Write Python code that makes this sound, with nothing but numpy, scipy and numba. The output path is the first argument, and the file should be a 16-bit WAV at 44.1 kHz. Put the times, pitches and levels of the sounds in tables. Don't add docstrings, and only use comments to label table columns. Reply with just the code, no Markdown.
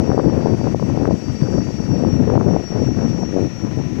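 import sys
import numpy as np
from scipy import signal
from scipy.fft import rfft, irfft
from scipy.io import wavfile
from scipy.ndimage import uniform_filter1d, minimum_filter1d
from numba import njit

SR = 44100
rng = np.random.default_rng(int(sys.argv[2]) if len(sys.argv) > 2 else 0)


def wav_record(signal):
    frames = np.transpose(np.atleast_2d(signal))
    bounded = np.clip(frames, -1, 1)
    quanta = np.round(bounded * 32767).astype(np.int16)
    wavfile.write(sys.argv[1], SR, quanta)


N = 176400

# frequency_hz, level_db
HISS_SPECTRUM = [(30, 5.5), (800, 3.5), (4800, 4), (7000, 0.5), (14500, 0.5)]
# frequency_hz, level_db
TRAFFIC_SPECTRUM = [(60, 3.5), (300, 1), (700, 1), (1000, -9), (1400, -3.5), (1620, -12), (1850, -0.5),
                    (2120, -8), (2300, -5), (2450, -7.5), (2620, -6.5), (3300, -14.5), (5400, -15),
                    (6000, -22.5), (6800, -22), (7500, -29), (8200, -29), (9200, -33), (9700, -42.5),
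                    (14500, -59)]
# pitch_hz, level_db, loudest_s, spread_s
PASSING_HUMS = [(1930, -71, 1.4, 0.54), (1890, -51, 2.85, 0.27), (2000, -61, 2, .2), (1000, -44, 3.8, .25)]
# time_s, level_db
RIGHT_GUSTS = [(0, -51.5), (.55, -58), (.7, -43), (.85, -54), (1.1, -55.5), (1.3, -49), (2.55, -57.5),
               (4, -53.5)]
# frequency_hz, level_db
RIGHT_WIND_SPECTRUM = [(20, -13.5), (45, -6), (80, 0.5), (130, -2), (750, -23.5), (2000, -42.5)]
# time_s, rumble_db, buffet_db
LEFT_GUSTS = [(0, -16.5, -26.5), (.18, -32.5, -26.5), (.27, -20, -28), (.38, -22.5, -24), (.47, -22, -24),
              (.57, -23, -36), (.68, -27, -30.5), (.72, -21, -39), (.78, -27, -40.5), (.85, -22.5, -31),
              (.93, -20.5, -37.5), (1.01, -28, -32), (1.05, -25.5, -21.5), (1.11, -15.5, -27),
              (1.17, -28, -36.5), (1.38, -28.5, -41.5), (1.48, -25.5, -30), (1.55, -18, -28.5),
              (1.62, -24.5, -39.5), (1.8, -24, -36), (2.02, -21.5, -31), (2.15, -18.5, -30),
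              (2.38, -19.5, -24), (2.58, -23, -25.5), (2.66, -34.5, -51), (2.72, -26, -26),
              (2.84, -17.5, -32), (2.94, -28.5, -40.5), (3.02, -22.5, -27.5), (3.08, -23, -42.5),
              (3.19, -25, -30.5), (3.235, -26, -27), (3.27, -24, -43.5), (3.38, -41, -28),
              (3.44, -21.5, -38.5), (3.51, -32.5, -44), (3.59, -32, -39.5), (3.64, -23, -33.5),
              (3.7, -29.5, -42), (4, -20.5, -39)]
# frequency_hz, level_db
RUMBLE_SPECTRUM = [(15, -39), (30, -35), (50, -13.5), (75, -2.5), (115, 3), (170, 0.5), (250, -1),
                   (350, -6.5), (500, -29), (900, -50), (3000, -89)]
# frequency_hz, level_db
BUFFET_SPECTRUM = [(40, -34.5), (150, 4), (300, -0.5), (450, 1), (700, -7.5), (1000, -13), (1500, -37.5),
                   (2200, -31), (4000, -71)]
# centre_s, strength_db, half_length_s
HARD_EDDIES = [(0.102, -16.5, 0.0002), (0.117, -8, 0.00023), (0.147, -3.5, 0.00051), (0.179, 2, 0.00034),
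               (0.197, -4.5, 0.00027), (0.263, 5, .0011), (.27, 4.5, .0011), (0.299, -10.5, 0.00027),
               (0.324, -10, 0.00048), (.46, -1.5, 0.00044), (0.537, -7.5, 0.00041), (.614, -7.5, .0004),
               (0.633, -12, .00048), (0.672, -9.5, 0.00029), (.747, 3.5, 0.0004), (0.798, -12.5, 0.0003),
               (.827, -12.5, .00026), (0.9, -10.5, 0.00031), (0.949, -12, 0.0004), (0.975, -4.5, 0.00038),
               (1, -7, 0.00055), (1.055, -9, 0.0002), (1.089, 5, 0.00053), (1.11, -4.5, 0.00037),
               (1.141, 0.5, 0.00095), (1.423, 4, 0.0011), (1.707, -12, 0.00051), (2.038, -5, 0.00047),
               (2.049, -7.5, 0.0003), (2.301, -8, 0.00025), (2.355, -7.5, 0.00031), (2.378, 1, 0.00029),
               (2.411, -8, 0.00024), (2.466, 3, 0.0015), (2.565, 2, 0.0004), (2.82, -7, 0.00049),
               (3.236, -11.5, 0.00048), (3.648, -8, .00094), (3.774, -7.5, 0.00069)]
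# time_s, speed_hz
MOTOR_SPEED = [(0, 118.2), (.4, 119.7), (.95, 119.3), (1.1, 117.8), (1.8, 121.8), (2.0, 121.8),
               (2.45, 119.1), (3.1, 118.6), (3.4, 116.3), (3.6, 113.2), (4, 108.6)]
# time_s, main_tone_db, low_sideband_db, upper_tones_db
WHINE_LEVELS = [(0, -42.5, -51, -57), (.25, -43.5, -52, -60.5), (.65, -45, -50.5, -54),
                (1.0, -45.5, -53, -56), (1.45, -41.5, -47, -54.5), (1.78, -41, -49, -53),
                (1.95, -40.5, -48.5, -59), (2.15, -40, -57, -60.5), (2.42, -45.5, -57.5, -55),
                (2.68, -37, -52.5, -59), (2.95, -40, -55, -54.5), (3.2, -39, -55, -53.5),
                (3.42, -41, -64, -54.5), (3.55, -40, -61, -54.5), (4, -46.5, -67, -55.5)]
SIDEBANDS = [(-3, 1), (-5, 1), (-1, 1), (-7, 1), (-11, 2), (1, 3), (3, 3), (5, 3), (0, 3), (2, 3), (9, 2)]
# offset_db, swell_db, swell_time_s, roughness_ratio
SIDEBAND_MODULATION = [(0.5, 2, 0.11, 0.15), (-20, 1.5, 0.054, 1), (-17.5, 3.5, .02, .05),
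                       (-29.5, 5, .1, .4), (0, 0, .14, 0.44), (-0.5, 2, 0.16, 0.4), (-3, -2.5, 0.11, 0),
                       (-4, 1.6, 0.088, 0.4), (-24, -1, .1, .1), (-21, -2, .1, .1), (-25, -5, 0.12, 0.8)]
OCTAVE_ORDERS = [-6, -2, 0]
RING_ORDERS = [9, 15, 21, 23]
# frequency_hz, level_db
SHELL_SPECTRUM = [(6700, -25), (7100, 9.5), (7500, -4), (8200, -11), (8550, -8.5), (9300, -9), (9800, -27),
                  (14000, -46)]

SWITCH_HZ, CYCLES_PER_TURN, POLE_ORDER = 6000, 22, 22
GUST_REFERENCE_DB = -22.5
TIME_S = np.arange(N) / SR


def undb(db):
    return 10 ** (np.asarray(db) / 20)


def curve(rows, column=1):
    rows = np.array(rows)
    return np.interp(TIME_S, rows[:, 0], rows[:, column])


def noise(spectrum):
    hz, db = np.array(spectrum).T
    bins_hz = np.maximum(np.arange(N // 2 + 1) * SR / N, 1)
    gain = undb(np.interp(np.log(bins_hz), np.log(hz), db))
    coloured = irfft(rfft(rng.standard_normal(N)) * gain, N)
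    return coloured / coloured.std()


def drift(rate_hz):
    bins_hz = np.arange(N // 2 + 1) * SR / N
    gain = np.exp(-(2 * bins_hz / rate_hz) ** 2) * (bins_hz > 0)
    smooth = irfft(rfft(rng.standard_normal(N)) * gain, N)
    return smooth / smooth.std()


@njit
def lowpass(x, cutoff_hz):
    low, band_state, low_state = np.empty(len(x)), 0., 0.
    for i in range(len(x)):
        g = np.tan(np.pi * cutoff_hz[i] / SR)
        band = (band_state + g * (x[i] - low_state)) / (1 + g * (g + np.sqrt(2.)))
        low[i] = low_state + g * band
        band_state, low_state = 2 * band - band_state, 2 * low[i] - low_state
    return low


@njit
def peak_hold(x, decay):
    envelope, held = np.empty(len(x)), 0.
    for i in range(len(x)):
        held = max(abs(x[i]), held * decay)
        envelope[i] = held
    return envelope


def traffic(wash_db=-38):
    return noise(TRAFFIC_SPECTRUM) * undb(wash_db + drift(39))


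def passing_hums(pitch_wander=.004):
    out = np.zeros(N)
    for pitch_hz, level_db, loudest_s, spread_s in PASSING_HUMS:
        envelope = undb(level_db) * np.exp(-((TIME_S - loudest_s) / spread_s) ** 2)
        phase = 2 * np.pi * pitch_hz * np.cumsum(1 + pitch_wander * drift(40)) / SR
        out += envelope * np.sin(phase)
    return out


def crackle(force_db, snaps_per_s=280, band_hz=(830, 1660)):
    rate_hz = snaps_per_s * undb(force_db - GUST_REFERENCE_DB)
    snaps = np.sign(rng.standard_normal(N)) * (rng.random(N) < rate_hz / SR)
    port = signal.butter(3, band_hz, "band", fs=SR, output="sos")
    return signal.sosfilt(port, snaps) * undb(-3)


def wind(wake_s=.0036, reference_cutoff_hz=836, octaves_per_db=-.04):
    puffs_db = 2.5 * drift(45.4)
    rumble = noise(RUMBLE_SPECTRUM) * undb(curve(LEFT_GUSTS, column=1) + 6.5 + puffs_db)
    wakes = [np.exp(-((TIME_S - centre_s) / wake_s) ** 2) for centre_s, _, _ in HARD_EDDIES]
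    churn_db = 3 * np.max(wakes, axis=0) + 4 * drift(256)
    force_db = curve(LEFT_GUSTS, column=2) + puffs_db + churn_db
    cutoff_hz = reference_cutoff_hz * 2 ** (octaves_per_db * (force_db - GUST_REFERENCE_DB))
    buffet = lowpass(noise(BUFFET_SPECTRUM) * undb(force_db + 8), np.clip(cutoff_hz, 200, 5000))
    return rumble + buffet + crackle(force_db)


def eddy(centre_s, strength_db, half_length_s):
    position = np.clip((TIME_S - centre_s) / half_length_s, -10, 10)
    return -undb(strength_db) * position * np.exp(.5 * (1 - position ** 2))


def vortex_train(centre_s=3.385, spread_s=.073, shedding_hz=94):
    out = np.zeros(N)
    for k, (lateness, size) in enumerate(rng.standard_normal(size=(20, 2))):
        offset_s = (k - 10 + .1 * lateness) / shedding_hz
        pulse = eddy(centre_s + offset_s, strength_db=-6 + 2 * size, half_length_s=.00061)
        out += pulse * np.exp(-(offset_s / spread_s) ** 2)
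    return out


def thuds(bass_cut_hz=130):
    pressure = sum(eddy(*row) for row in HARD_EDDIES) + vortex_train()
    return signal.sosfilt(signal.butter(2, bass_cut_hz, "high", fs=SR, output="sos"), pressure)


def wheel_swell(cycles, crest_s):
    turns = (cycles - np.interp(crest_s, TIME_S, cycles)) / CYCLES_PER_TURN
    return np.cos(2 * np.pi * turns)


def pole_hum(cycles):
    return undb(-59 + 1.5 * drift(23)) * np.sin(2 * np.pi * POLE_ORDER * cycles)


def shell_sizzle(cycles, ring_db=-7.5):
    ring = sum(drift(55) * np.sin(2 * np.pi * (SWITCH_HZ * TIME_S + order * cycles))
               for order in RING_ORDERS)
    level_db = -40 + .4 * curve(WHINE_LEVELS, column=2)
    level_db += .5 * wheel_swell(cycles, crest_s=.065) + 1.5 * drift(50)
    return (noise(SHELL_SPECTRUM) + undb(ring_db) * ring) * undb(level_db)


def switching_whine(cycles, waver_db=.86, roughness_hz=110):
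    out = np.zeros(N)
    for (order, column), modulation in zip(SIDEBANDS, SIDEBAND_MODULATION):
        offset_db, swell_db, swell_s, roughness = modulation
        level_db = curve(WHINE_LEVELS, column) + offset_db
        level_db += swell_db * wheel_swell(cycles, swell_s) + waver_db * drift(12)
        phase = 2 * np.pi * (SWITCH_HZ * TIME_S + order * cycles + rng.random())
        flutter = roughness * (drift(roughness_hz) + 1j * drift(roughness_hz)) / np.sqrt(2)
        out += undb(level_db) * np.imag((1 + flutter) * np.exp(1j * phase))
    for order in OCTAVE_ORDERS:
        phase = 2 * np.pi * (2 * SWITCH_HZ * TIME_S + order * cycles)
        out += undb(-85 + 3 * drift(10)) * np.sin(phase)
    return out


def hub_motor(jitter_hz=.594):
    cycles = np.cumsum(curve(MOTOR_SPEED) + jitter_hz * drift(29.5)) / SR
    tones = pole_hum(cycles) + switching_whine(cycles)
    return np.sqrt(2) * tones + shell_sizzle(cycles)


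def scene(right_motor_db=-32, hiss_db=-60.5):
    motor = hub_motor()
    left = motor + wind() + thuds() + traffic() + passing_hums()
    faint_wind = noise(RIGHT_WIND_SPECTRUM) * undb(curve(RIGHT_GUSTS) + 2.5 * drift(40))
    right = undb(right_motor_db) * motor + faint_wind + undb(hiss_db) * noise(HISS_SPECTRUM)
    return np.array([left, right])


def record(dry, ceiling=.97, release_s=.012, top_hz=14550):
    peaks = peak_hold(dry[0], np.exp(-1 / (release_s * SR)))
    gain = np.minimum(1, ceiling / (peaks + 1e-9))
    smooth_gain = uniform_filter1d(minimum_filter1d(gain, size=401), size=401)
    treble_cut = signal.ellip(10, .2, 70, top_hz, fs=SR, output="sos")
    return signal.sosfilt(treble_cut, dry * smooth_gain)


dry = scene()
out = record(dry)
wav_record(out)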